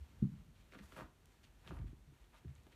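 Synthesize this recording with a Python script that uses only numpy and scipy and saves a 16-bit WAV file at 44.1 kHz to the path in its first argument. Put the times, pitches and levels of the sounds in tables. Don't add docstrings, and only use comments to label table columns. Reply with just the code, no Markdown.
import sys
import numpy as np
from scipy import signal
from scipy.fft import rfft, irfft, next_fast_len
from scipy.io import wavfile
from scipy.ndimage import uniform_filter1d

SR = 44100
rng = np.random.default_rng(int(sys.argv[2]) if len(sys.argv) > 2 else 0)


def dump_mix(stems):
    frames = np.atleast_2d(stems).T
    limited = np.clip(frames, -1, 1)
    pcm = np.round(limited * 32767).astype(np.int16)
    wavfile.write(sys.argv[1], SR, pcm)


def to_linear_factor(level_db):
    exponent = np.asarray(level_db, float) / 20
    return 10 ** exponent


N = 121275

# f/Hz, density/dB per Hz
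ROOM_TONE = [(50, -10.5), (120, -16), (350, -17), (520, -23), (3200, -32.5), (12000, -39.5), (15000, -45)]
# t/s, level/dB
BOARD_TREMBLE = [(0.0, -67), (0.18, -60.5), (.33, -59), (0.53, -60), (.68, -61), (.88, -68), (1.09, -66),
                 (1.28, -67), (1.36, -74), (1.45, -65), (1.6, -66), (1.849, -48.5), (1.98, -63.5),
                 (2.11, -73.5), (2.75, -69.5)]
# t/s, level/dB
FUR_LEVELS = [(0, -74.5), (.2, -77.5), (.4, -76), (.5, -87), (.7, -78.5), (.85, -73.5), (1.0, -64),
              (1.1, -87.5), (1.3, -77), (1.5, -81.5), (1.6, -80), (1.685, -71), (1.78, -84), (2.15, -82),
              (2.3, -79), (2.4, -82.5), (2.6, -80), (2.75, -77.5)]
# f/Hz, level/dB
FUR_COLOUR = [(200, -6.5), (1000, -2), (3000, -4.5), (5000, -9.5), (8000, -15.5), (15000, -18.5)]
# f/Hz, level/dB, t60/s
BOARD_MODES = [(50, 1, 0.35), (72, -5, 1), (90, -9, 0.068), (110, -3.5, 0.14), (137.6, -4.5, 0.53),
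               (170, -2.5, 0.26), (199, -9, 0.53), (253, -11.5, 0.22), (300, -1.5, 0.058), (338, -6, 0.131),
               (397, -11.5, 0.23)]
# t/s, level/dB, f/Hz, spread/octaves
PAW_BLOWS = [(0.019, -43.5, 72, 0.092), (0.491, -55, 161, 0.42), (.253, -31, 190, .4),
             (.272, -39.5, 170, 0.5), (.286, -46, 110, .3), (.298, -40, 146.4, 0.46),
             (.462, -57.5, 137, .3), (.421, -53, 150, .4), (0.32, -42, 199, 0.22), (0.403, -45.5, 85, 0.64),
             (.3385, -43, 199, 0.3), (.756, -50.5, 250, 0.41), (0.811, -48.5, 190, 0.2),
             (0.847, -50, 72, 0.3), (.771, -52, 202, 0.33), (.82, -53, 199, 0.2), (.972, -50, 199, 0.5),
             (1.031, -49, 200, .4), (0.993, -43.5, 250, 0.73), (1.022, -42, 210, .8),
             (1.048, -48, 69.4, 0.58), (1.706, -42, 119, 0.55), (1.778, -46, 81, 0.4),
             (1.841, -51, 150, .7), (1.691, -52, 200, 0.46), (1.719, -46.5, 300, 0.27),
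             (1.7246, -39, 198, 0.99), (1.738, -41, 74, 0.59), (1.764, -50.5, 90, 0.25),
             (1.803, -41, 138, 0.46), (1.8205, -34, 90, 0.37), (1.874, -49, 85, 0.3),
             (1.907, -51.5, 77, 0.19), (1.978, -53, 68.4, 0.36), (2.102, -55.5, 135, 0.23),
             (2.125, -58.5, 300, 0.37), (2.13, -58, 90, .3), (2.159, -62.5, 90, 0.27), (2.345, -62, 50, .3),
             (2.225, -54, 50, 0.34), (2.459, -39, 130, 0.7), (2.487, -47, 81, 0.32), (2.475, -48, 90, .4),
             (2.498, -45, 90, 0.44), (2.513, -46.5, 119, 0.33), (2.558, -56, 81, 0.17),
             (2.595, -51.5, 90, 0.35), (2.67, -56, 330, 0.77), (2.685, -58, 90, 0.44),
             (2.451, -47.5, 347, 0.52)]
# t/s, level/dB, f/Hz, spread/octaves
PAW_LIFTS = [
    (.2558, -36, 170, .4),
    (1.9325, -43, 200, 1.0),
    (1.7985, -43, 170, .6),
    (1.669, -51, 170, .6),
    (1.716, -45, 140, .6),
    (.837, -53, 80, .4),
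    (2.085, -55, 140, .3),
    (2.4805, -46, 100, .4),
    (2.4945, -48, 110, .5),
    (1.844, -50, 330, .4),
]
# f/Hz, level/dB, t60/s
SLAM_MODES = [(72, -38.5, 0.2), (134, -30.5, 0.47), (199, -28.5, 0.22), (229, -36.5, 0.44),
              (363, -46, 0.096), (300, -48, 0.06), (442, -54.5, 0.049)]
# t/s, length/s, level/dB, f/Hz
PAW_DRAGS = [(0.31, 0.14, -83, 1100), (0.536, 0.12, -77, 2660), (0.705, 0.08, -69, 2300),
             (0.777, 0.06, -68, 2300), (.82, .06, -72, 900), (0.81, 0.1, -79, 7040), (.87, .12, -79, 7500),
             (1.718, .12, -75, 600), (1.26, .03, -74, 4280), (2.544, 0.075, -76.5, 2500),
             (0.908, 0.068, -70, 1780), (0.955, 0.07, -60, 850), (1.255, 0.021, -73, 5000),
             (1.427, 0.048, -66, 3000), (2.122, 0.053, -73, 1300), (1.63, 0.06, -67, 1200),
             (1.668, 0.045, -58, 2800), (1.704, 0.039, -63, 875), (1.748, 0.07, -73, 1260),
             (1.861, 0.033, -60.5, 2080), (2.325, 0.06, -67, 1050), (2.34, .035, -70, 2400),
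             (2.359, 0.033, -63, 2830), (2.475, 0.048, -69.5, 1590), (2.66, 0.04, -70, 600),
             (2.714, 0.048, -66.5, 2440)]
# t/s, peak level/dB, f/Hz, fizz/0-1
CLAW_SNAGS = [(0.7222, -54, 2000, 0.2), (0.7347, -51, 1450, 0.2), (0.7482, -51, 1430, 0.2),
              (0.7524, -52, 1370, 0.2), (0.7886, -52, 1920, 0.2), (0.7944, -57, 1450, 0.2),
              (0.9218, -51, 1290, 0.2), (0.9454, -59, 1560, 0.2), (0.9647, -46, 1330, 0.2),
              (0.9792, -45, 1360, 0.2), (0.9887, -45, 1250, 0.15), (0.9984, -47, 1100, 0.2),
              (1.0081, -42, 1250, 0.1), (1.0204, -50, 1000, 0.2), (1.6761, -50, 1190, 0.2),
              (1.708, -45, 1150, 0.1), (1.7154, -53, 1360, 0.2), (1.7689, -55, 1130, 0.2),
              (1.7884, -57, 2100, 0.2), (1.6915, -56, 1150, .2), (1.663, -57, 1600, .2),
              (1.814, -59, 1300, .2), (2.4473, -65, 1630, 0.2), (2.4808, -65, 1790, 0.2),
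              (2.6668, -62, 900, 0.2), (2.7272, -64, 1850, 0.2)]
# t/s, peak level/dB, f/Hz, spread/octaves
CLAW_TICKS = [(0.7885, -63, 2780, 0.59), (0.9226, -51, 2480, 0.52), (.9895, -58, 4000, 1),
              (1.009, -54, 6000, 0.85), (1.2576, -49, 4500, 1.8), (2.075, -64, 3000, 1.1),
              (2.243, -63.5, 3200, 0.19), (2.4818, -62, 2800, 0.55), (1.6764, -43, 2900, 0.42),
              (1.6748, -65, 8000, 1.3), (1.6815, -71, 7000, 0.84), (2.385, -57, 6000, 1.2),
              (2.553, -57, 7300, 0.3), (2.635, -61, 7000, .4), (2.668, -57, 2200, 0.9)]
# f/Hz, width/Hz, depth/0-1
MIC_DIPS = [(5000, 590, 0.39), (10380, 260, 0.78)]


def level(x, db):
    return x * to_linear_factor(db) / np.sqrt(np.mean(x ** 2))


def shade(x, gain):
    size = next_fast_len(len(x))
    hz = np.maximum(np.arange(size // 2 + 1) * SR / size, 1)
    return irfft(rfft(x, size) * gain(hz), size)[:len(x)]


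def points(table):
    hz, db = np.array(table).T
    return lambda f: to_linear_factor(np.interp(np.log(f), np.log(hz), db))


def bell(f, hz, octaves):
    return np.exp(-.5 * (np.log2(f / hz) / octaves) ** 2)


def walk(rate):
    hold = int(SR / rate)
    steps = np.repeat(rng.standard_normal(N // hold + 1), hold)
    return 1.3 * uniform_filter1d(uniform_filter1d(steps, hold), hold)[:N]


def crackle(per_s, scatter_db):
    moment, side, size = rng.random((3, N))
    return (moment < per_s / SR) * np.sign(side - .5) * to_linear_factor(-scatter_db * np.log(size + .01))


def room(t):
    air = level(shade(rng.standard_normal(N), points(ROOM_TONE)), -72)
    low_modes = lambda f: bell(f, 44, 0.18) + 0.6 * bell(f, 68.4, 0.46) + 0.17 * bell(f, 156, 0.6)
    rumble = level(shade(rng.standard_normal(N), low_modes), 0)
    flicker_db = 1.5 * walk(8.5)
    return air + rumble * to_linear_factor(np.interp(t, *np.array(BOARD_TREMBLE).T) + flicker_db)


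def fur(t):
    grain = level(shade(crackle(6000, 2.5), points(FUR_COLOUR)), 0)
    return grain * to_linear_factor(np.interp(t, *np.array(FUR_LEVELS).T) + 1.46 * walk(29.9))


def ring(t, at, modes, rise, hold):
    smother_db_per_s, smother_max_db = 711.5, 13.5
    s = t - at
    swell = np.exp(-.5 * (np.minimum(s - 0.35 * rise, 0) / rise) ** 2)
    smother = to_linear_factor(-np.clip((s - hold) * smother_db_per_s, 0, smother_max_db))
    age = (s + np.hypot(s, rise)) / 2
    tones = sum(to_linear_factor(db - 60 * age / t60) * np.cos(2 * np.pi * hz * s) for hz, db, t60 in modes)
    return swell * smother * tones


def thumps(t):
    rise_cycles = 0.98
    out = ring(t, 0.2278, SLAM_MODES, rise=0.004, hold=0.016)
    pushes = [(1, blow) for blow in PAW_BLOWS] + [(-1, lift) for lift in PAW_LIFTS]
    for push, (at, db, hz, octaves) in pushes:
        span = slice(max(int((at - .08) * SR), 0), int((at + .5) * SR))
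        gains = np.array([to_linear_factor(g) * bell(f, hz, octaves) for f, g, _ in BOARD_MODES]) + 1e-9
        shares_db = 20 * np.log10(gains / gains.sum())
        modes = [(f, db + share, t60) for (f, _, t60), share in zip(BOARD_MODES, shares_db)]
        out[span] += push * ring(t[span], at, modes, rise_cycles / hz, hold=0.015)
    return out


def drags(t):
    rise_s, fall_s = 0.019, 0.04
    low_db, air_db = -5, -21
    out = np.zeros(N)
    fibres = crackle(4000, 2.6) * to_linear_factor(1.8 * walk(90))
    for at, length, db, hz in PAW_DRAGS:
        span = slice(int(at * SR), int((at + length + .15) * SR))
        s = t[span] - at
        rise = np.clip(s / rise_s, 0, 1)
        fall = np.exp(-2 * np.maximum(s - length + fall_s, 0) / fall_s)
        tone = lambda f: (bell(f, hz, 0.7) + to_linear_factor(low_db) * bell(f, hz / 2.6, 2.0)
                          + to_linear_factor(air_db) * bell(f, 10200, 0.29))
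        out[span] += rise * fall * level(shade(fibres[span], tone), db)
    return out


def snags():
    size, lag_s, boost_db = 2048, 0.0006, 2
    start_hz, end_hz, fall_s = 1039, 250, 0.00301
    out = np.zeros(N + size)
    s = np.arange(size) / SR
    hump = lambda peak_s: s / peak_s * np.exp(1 - s / peak_s)
    turns = end_hz * s + (start_hz - end_hz) * fall_s * (1 - np.exp(-s / fall_s))
    thud = to_linear_factor(-11) * np.sin(2 * np.pi * turns) * hump(0.0048)
    for at, db, hz, fizzy in CLAW_SNAGS:
        pop = np.sin(2 * np.pi * hz * s) * hump(0.0004)
        fibres = shade(rng.standard_normal(size), lambda f: bell(f, hz * 1.36, 0.75))
        fizz = level(fibres, -10.5) * np.exp(-s / 0.0045)
        start = int((at + lag_s) * SR)
        out[start:start + size] += to_linear_factor(db + boost_db) * (pop + thud + 3.35 * fizzy * fizz)
    return out[:N]


def ticks():
    out = np.zeros(N + 256)
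    impulse = np.diff(np.arange(257) > 128) * 1.
    for at, db, hz, octaves in CLAW_TICKS:
        click = shade(impulse, lambda f: 1j * bell(f, hz, octaves))
        start = int(at * SR) - 128
        out[start:start + 256] += to_linear_factor(db) * click / click.max()
    return out[:N]


def echo(boom, scuff):
    s = np.arange(SR // 2) / SR
    tail = shade(rng.standard_normal(len(s)), lambda f: 1 / (1 + f / 3000))
    tail = tail * to_linear_factor(-60 * s / 0.25) * (s > .004)
    tail = tail / np.sqrt(np.sum(tail ** 2))
    return signal.fftconvolve(to_linear_factor(-10) * scuff + to_linear_factor(-21.5) * boom, tail)[:N]


def scene():
    t = np.arange(N) / SR
    bed = room(t)
    scuff = fur(t) + drags(t) + snags() + ticks()
    boom = thumps(t)
    return (bed + boom + scuff + echo(boom, scuff))[None]


def roll_off(x):
    return signal.sosfilt(signal.butter(12, 15360, fs=SR, output="sos"), x)


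def record(dry):
    top_hz, low_cut_hz = 15300, 43

    def microphone(f):
        dips = np.prod([1 - depth / (1 + (2 * (f - hz) / width) ** 2)
                        for hz, width, depth in MIC_DIPS], axis=0)
        return dips / (1 + (f / top_hz) ** 80) / np.sqrt(1 + (low_cut_hz / f) ** 8)

    mix = shade(dry[0], microphone)[None]
    return roll_off(mix)


dry = scene()
out = record(dry)
dump_mix(out)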